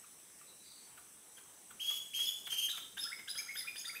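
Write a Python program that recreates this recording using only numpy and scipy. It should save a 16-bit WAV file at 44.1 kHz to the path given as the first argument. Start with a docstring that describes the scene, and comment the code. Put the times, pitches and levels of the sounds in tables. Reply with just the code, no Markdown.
"""In lakeside trees at dusk, an oropendola calls over a steady hiss of insects and distant air.
A few soft clucks lead to three loud, raspy whistles, then to a broken chatter of squeaks and gurgles.
Each is a trembling tone from the bird's voice box, roughened by puffs of air.
A second bird calls once, far off; the trees scatter both voices back."""
import sys
import numpy as np
from scipy import signal
from scipy.fft import rfft, irfft
from scipy.io import wavfile
from scipy.ndimage import uniform_filter1d

SR = 44100
rng = np.random.default_rng(int(sys.argv[2]) if len(sys.argv) > 2 else 0)


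def to_wav(s):
    """Save 16-bit WAV."""
    ch = np.atleast_2d(s).T  # columns
    pcm = np.round(np.clip(ch, -1, 1) * 32767)  # PCM
    wavfile.write(sys.argv[1], SR, pcm.astype(np.int16))


N = 176400  # 4 seconds

# Tone colour of the insects and of the distant air: pitch_hz, relative_db
INSECT_COLOUR = [(2470, -65), (4200, -24), (4640, -14.5), (5090, -13.5), (6160, -3), (6950, -13.5),
                 (7970, 2), (8700, -4.5), (9450, 0), (9820, -0.5), (11100, -15), (13500, -9.5),
                 (15600, -16)]
AIR_COLOUR = [(15, -55), (30, -20.5), (150, -7), (400, -7), (600, -11), (4200, -14.5), (6500, -85)]
# Clucks: start_s, length_s, from_hz, to_hz, level_db, rasp_db
CLUCK_NOTES = [(0.036, .017, 1395, 1230, -59.5, -15), (0.409, 0.011, 1450, 1200, -54, -3.5),
               (0.97, 0.025, 1558, 1210, -59, -2), (1.373, 0.026, 1666, 1490, -65, 6.5),
               (1.702, 0.018, 1710, 1174, -57.5, 1.5), (1.897, 0.023, 1400, 1085, -58.5, 8),
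               (2.183, 0.023, 1720, 1154, -68, 17), (2.466, 0.017, 1994, 1133, -54, 9),
               (2.517, 0.021, 1528, 1710, -61.5, 12.5), (2.682, 0.018, 1860, 1550, -51.5, 0),
               (2.727, 0.039, 1412, 1277, -59.5, -7), (2.767, 0.023, 1443, 1153, -56.5, 10),
               (2.967, 0.02, 1452, 1810, -48, -4), (3.184, 0.0202, 2295, 1800, -48.5, -6.5),
               (3.273, 0.019, 1510, 1657, -50, -25), (3.397, 0.0285, 1895, 1360, -60, -2),
               (3.346, 0.016, 1343, 1870, -52.5, -2), (3.552, 0.015, 1456, 1850, -45.5, -9),
               (3.754, 0.0097, 1416, 2190, -52, 5), (3.841, 0.016, 1320, 2200, -50, -13)]
# Tone colour of the breathy rasp in low notes and in high notes: pitch_hz, relative_db
LOW_RASP = [(100, -20), (600, -5.5), (3000, 3.5), (5000, -14.5), (15000, -4.5)]
HIGH_RASP = [(100, -55), (1400, -17), (2600, 6), (3800, 0), (4800, 9), (10000, -1), (13200, 4),
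             (14300, -17), (15500, 0.5)]
# Time the echoes in the trees take to fade by 60 dB: pitch_hz, fade_s
TREE_FADES = [(1300, 0.59), (2300, 0.58), (3300, 0.6), (6000, 0.74), (13000, 0.73)]
# Parts of the far bird's call: start_s, length_s, pitch_hz, level_db
FAR_NOTES = [(0.465, 0.038, 3940, -55), (0.589, 0.14, 3850, -60), (0.631, 0.17, 4530, -59)]
# Squeaks; the rows at 11 kHz and above are thin, high overtones of lower notes:
# start_s, length_s, from_hz, middle_hz, to_hz, level_db
SQUEAKS_AND_OVERTONES = [(1.364, 0.019, 3420, 3270, 3000, -59), (2.252, 0.011, 4850, 5270, 5030, -41.5),
                         (2.45, 0.026, 3234, 3590, 2470, -47.5), (2.688, .033, 3250, 3960, 3290, -41),
                         (2.729, 0.053, 3484, 3700, 2900, -51.5), (2.971, 0.035, 2868, 3710, 3590, -43.5),
                         (3.002, 0.046, 4976, 5220, 4820, -45.5), (2.98, 0.039, 11000, 11200, 11250, -55),
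                         (3.021, 0.027, 3525, 3764, 2910, -48), (3.275, 0.036, 2750, 4015, 3150, -45.5),
                         (3.291, 0.029, 4800, 4994, 5000, -46), (3.354, 0.015, 2580, 3470, 3170, -47.5),
                         (3.363, 0.045, 4870, 5120, 4870, -48.5), (3.375, 0.022, 5930, 6540, 6190, -45.5),
                         (3.534, 0.073, 11800, 12050, 12400, -55.5),
                         (3.551, 0.053, 3130, 3700, 3110, -49.5), (3.567, 0.0408, 4974, 5030, 4825, -46),
                         (3.606, 0.013, 2280, 2044, 1960, -46), (3.757, 0.019, 2330, 3690, 3430, -49.5),
                         (3.76, 0.062, 4750, 5040, 5220, -52.5), (3.784, 0.027, 5990, 6740, 6380, -49),
                         (3.8, 0.021, 3660, 3690, 2560, -59), (3.85, .016, 3000, 3666, 3580, -44),
                         (3.866, 0.033, 4630, 4850, 4650, -50), (3.92, 0.077, 11100, 12100, 13000, -59.5)]
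# How strongly the beak lets out a squeak's overtones: pitch_hz, relative_db
BEAK_COLOUR = [(4500, -5), (7400, -19.5), (10000, -2), (11200, -19.5), (13000, -9), (15300, -19.5)]
# Notes that run together, three to a whistle:
# start_s, length_s, pitch_hz, scoop_fraction, level_db, overtones_db, rasp_db
WHISTLE_NOTES = [(1.794, 0.046, 3238, 0.35, -41.5, -18, -13.5), (1.831, 0.08, 3297, .05, -43.5, -13, -9),
                 (1.883, 0.1, 3360, 0.13, -40.5, -17.5, -13.5), (2.133, 0.056, 3230, 0.4, -39, -16, -11.5),
                 (2.183, 0.073, 3325, 0.19, -39.5, -15.5, -10),
                 (2.252, 0.051, 3422, 0.04, -35.5, -15.5, -18), (2.495, .056, 3182, 0.1, -39, -15, -9.5),
                 (2.566, 0.042, 3196, 0.22, -36.5, -13, -12.5),
                 (2.609, 0.058, 3203, 0.16, -35, -15.5, -15.5)]
# Extra strength of a whistle's overtones at 2, 3 and 4 times its pitch: boost_db
OVERTONE_BOOSTS = [1.5, 0.5, 0.5]
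# Gurgles: flip_s, hold_s, top_hz, base_level_db
GURGLE_NOTES = [(3.071, 0.0076, 1750, -33.5), (3.119, 0.018, 2189, -33), (3.381, 0.029, 2323, -38),
                (3.482, 0.039, 2173, -38), (3.668, 0.031, 2454, -35), (3.893, 0.012, 2294, -35.5),
                (3.954, 0.025, 2518, -37.5)]


def amp(db):
    """Turns decibels into a volume factor."""
    return 10 ** (np.asarray(db) / 20)


def unit(sound):
    """Scales a sound to an average strength (rms) of 1."""
    return sound / np.sqrt(np.mean(sound ** 2) + 1e-20)


def look_up(table, hz):
    """Reads a table's value at any pitch."""
    pitches, values = np.transpose(table)
    return np.interp(np.log(hz + 1), np.log(pitches + 1), values)


def wander(n, speed_hz):
    """A smooth random wobble, up to about speed_hz."""
    hz = np.fft.rfftfreq(SR // 2, 1 / SR)
    spectrum = rfft(rng.standard_normal(SR // 2))
    return unit(irfft(spectrum * np.exp(-0.5 * (hz / speed_hz) ** 2)))[:n]


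def noise(n, colour):
    """A short noise with the given tone colour."""
    hz = np.fft.rfftfreq(SR // 2, 1 / SR)
    spectrum = rfft(rng.standard_normal(SR // 2))
    return unit(irfft(spectrum * amp(look_up(colour, hz))))[:n]


def fade(t, in_s, out_s=0.0072):
    """Fades a note in and out."""
    rise = np.sin(np.pi / 2 * np.clip(t / in_s, 0, 1))
    fall = np.sin(np.pi / 2 * np.clip((t[-1] - t) / out_s, 0, 1))
    return rise * fall


def steady_hiss(colour, level_db, swell_db):
    """Insects or distant air: noise whose bands swell and fade in small patches."""
    hz = np.fft.rfftfreq(2048, 1 / SR)
    real, imaginary, patches = rng.standard_normal((3, len(hz), N // 512 + 6))
    patches = uniform_filter1d(patches, size=24, axis=0)  # smooth across pitch
    patches = unit(uniform_filter1d(patches, size=7, axis=1))  # and across time
    spectrum = (real + 1j * imaginary) * amp(look_up(colour, hz)[:, None] + swell_db * patches)
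    return amp(level_db) * unit(signal.istft(spectrum, nperseg=2048, noverlap=1536)[1][:N])


def voice_box(hz, overtones_db, rasp_db, colour, tremble, flutter_db, fuzz_db=-17.5):
    """A trembling tone with overtones, a fuzzy band just under it, and air puffed out on each cycle."""
    n = len(hz)
    hz = hz * (1 + tremble * wander(n, 302))
    phase = 2 * np.pi * np.cumsum(hz) / SR
    tone = sum(amp(db) * np.sin(k * phase) * (k * hz < SR / 2)
               for k, db in enumerate([0, *overtones_db], 1))
    fuzz = sum(wander(n, 210) * wave(0.92 * phase) for wave in (np.sin, np.cos))
    rasp = amp(rasp_db) * noise(n, colour) * (1 + 0.29 * np.cos(phase))
    flutter = amp(flutter_db * wander(n, 128))
    return (np.sqrt(2) * tone + amp(fuzz_db) * fuzz + rasp) * flutter


def cluck(start_s, length_s, from_hz, to_hz, level_db, rasp_db):
    """A short, hoarse slide in pitch."""
    t = np.arange(0, length_s, 1 / SR)
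    hz = from_hz + (to_hz - from_hz) * t / length_s
    overtone_db = -6 - 28 * np.log2(from_hz / 1400)  # weaker in higher clucks
    voice = voice_box(hz, [overtone_db], rasp_db, LOW_RASP, tremble=0.0704, flutter_db=1.6)
    return start_s, amp(level_db) * fade(t, in_s=0.011) * voice


def tree_echoes(sound, fades):
    """Trunks and leaves scatter the sound; the table says how fast each pitch dies away."""
    echoes = rng.standard_normal(SR) * (rng.random(SR) < 0.08)
    echoes *= np.arange(SR) > 0.003 * SR  # none in the first 3 ms
    hz, t, spectrum = signal.stft(echoes, SR, nperseg=256)
    decay = amp(-60 * t / look_up(fades, hz)[:, None])
    tail = signal.istft(spectrum * decay, SR, nperseg=256)[1]
    return signal.fftconvolve(sound, tail / np.linalg.norm(tail))[:N]


def far_call(start_s, length_s, pitch_hz, level_db):
    """A faint, buzzy note that sags in pitch."""
    t = np.arange(0, length_s, 1 / SR)
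    hz = pitch_hz - 1590 * (t - length_s / 2) + 147 * wander(len(t), 190)
    phase = 2 * np.pi * np.cumsum(hz) / SR
    return start_s, amp(level_db) * fade(t, in_s=0.0072, out_s=0.028) * np.sin(phase)


def squeak(start_s, length_s, from_hz, middle_hz, to_hz, level_db):
    """A thin, rough bend of pitch, coloured by the beak: a squeak, or a lower note's high overtone."""
    t = np.arange(0, length_s, 1 / SR)
    bend_in = (from_hz - middle_hz) * np.exp(-(t / (length_s * 0.267)) ** 2)
    bend_out = (to_hz - middle_hz) * np.exp((t - length_s) / 0.00556)
    overtones_db = look_up(BEAK_COLOUR, middle_hz * np.arange(2, 4))
    voice = voice_box(middle_hz + bend_in + bend_out, overtones_db,
                      rasp_db=-11, colour=HIGH_RASP, tremble=0.015, flutter_db=3.22)
    return start_s, amp(level_db) * fade(t, in_s=0.012) * voice


def whistle(start_s, length_s, pitch_hz, scoop_fraction, level_db, overtones_db, rasp_db):
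    """A note that scoops up, climbs slowly and droops at the end."""
    t = np.arange(0, length_s, 1 / SR)
    scoop = scoop_fraction * np.exp(-(t / 0.00563) ** 1.44)
    climb_hz = 570 * (t - length_s / 2)
    droop = 0.15 * np.exp((t - length_s) / 0.0035)
    catch = np.clip(wander(len(t), 84) - 0.9, 0, 1)  # brief dips in both pitch and loudness
    hz = (pitch_hz + climb_hz) * (1 - scoop - droop) * (1 - 0.049 * catch)
    voice = voice_box(hz, overtones_db + np.array(OVERTONE_BOOSTS), rasp_db, HIGH_RASP,
                      tremble=0.0015, flutter_db=0.61, fuzz_db=-11.5)
    return start_s, amp(level_db - 5.5 * catch) * fade(t, in_s=0.022) * voice


def gurgle(flip_s, hold_s, top_hz, base_level_db):
    """A soft low note creeps upward, then flips to a louder, clear one."""
    lead_s = 0.03
    t = np.arange(-lead_s, hold_s, 1 / SR)
    flipped = 0.5 + 0.5 * np.tanh(t / 0.0054)  # goes from 0 to 1 around t = 0
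    low_hz = 1437 + 5100 * t
    hz = low_hz * (1 - flipped) + top_hz * flipped
    voice = voice_box(hz, [], rasp_db=-18, colour=LOW_RASP, tremble=0.019, flutter_db=3.1)
    level_db = base_level_db - 13.5 * (1.5 - flipped ** 2)
    return flip_s - lead_s, amp(level_db) * fade(t + lead_s, in_s=0.025) * voice


def play(source, notes):
    """Places each note of a table at its start time."""
    track = np.zeros(N)
    for note in notes:
        start_s, sound = source(*note)
        slot = track[max(round(start_s * SR), 0):][:len(sound)]
        slot += sound[:len(slot)]
    return track


def scene():
    """Mixes the near bird, its echoes, the far bird (heard only as echoes), insects and air."""
    high = play(whistle, WHISTLE_NOTES) + play(squeak, SQUEAKS_AND_OVERTONES)
    low = play(cluck, CLUCK_NOTES) + play(gurgle, GURGLE_NOTES)
    far = play(far_call, FAR_NOTES)
    long_echo = amp(-1) * tree_echoes(high + far + amp(-4.5) * low, TREE_FADES)
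    short_echo = amp(-5) * tree_echoes(high + far + low, [(1, 0.31)])  # 0.31 s at every pitch
    insects = steady_hiss(INSECT_COLOUR, level_db=-58.5, swell_db=1.7)
    air = steady_hiss(AIR_COLOUR, level_db=-66.5, swell_db=2)
    return (high + low + long_echo + short_echo + insects + air)[None]


def record(dry):
    """Cuts away the treble above 15700 Hz."""
    treble_cut = signal.firwin(511, 15700, window=("kaiser", 9), fs=SR)
    return signal.oaconvolve(dry, treble_cut[None], "same")


dry = scene()
out = record(dry)
to_wav(out)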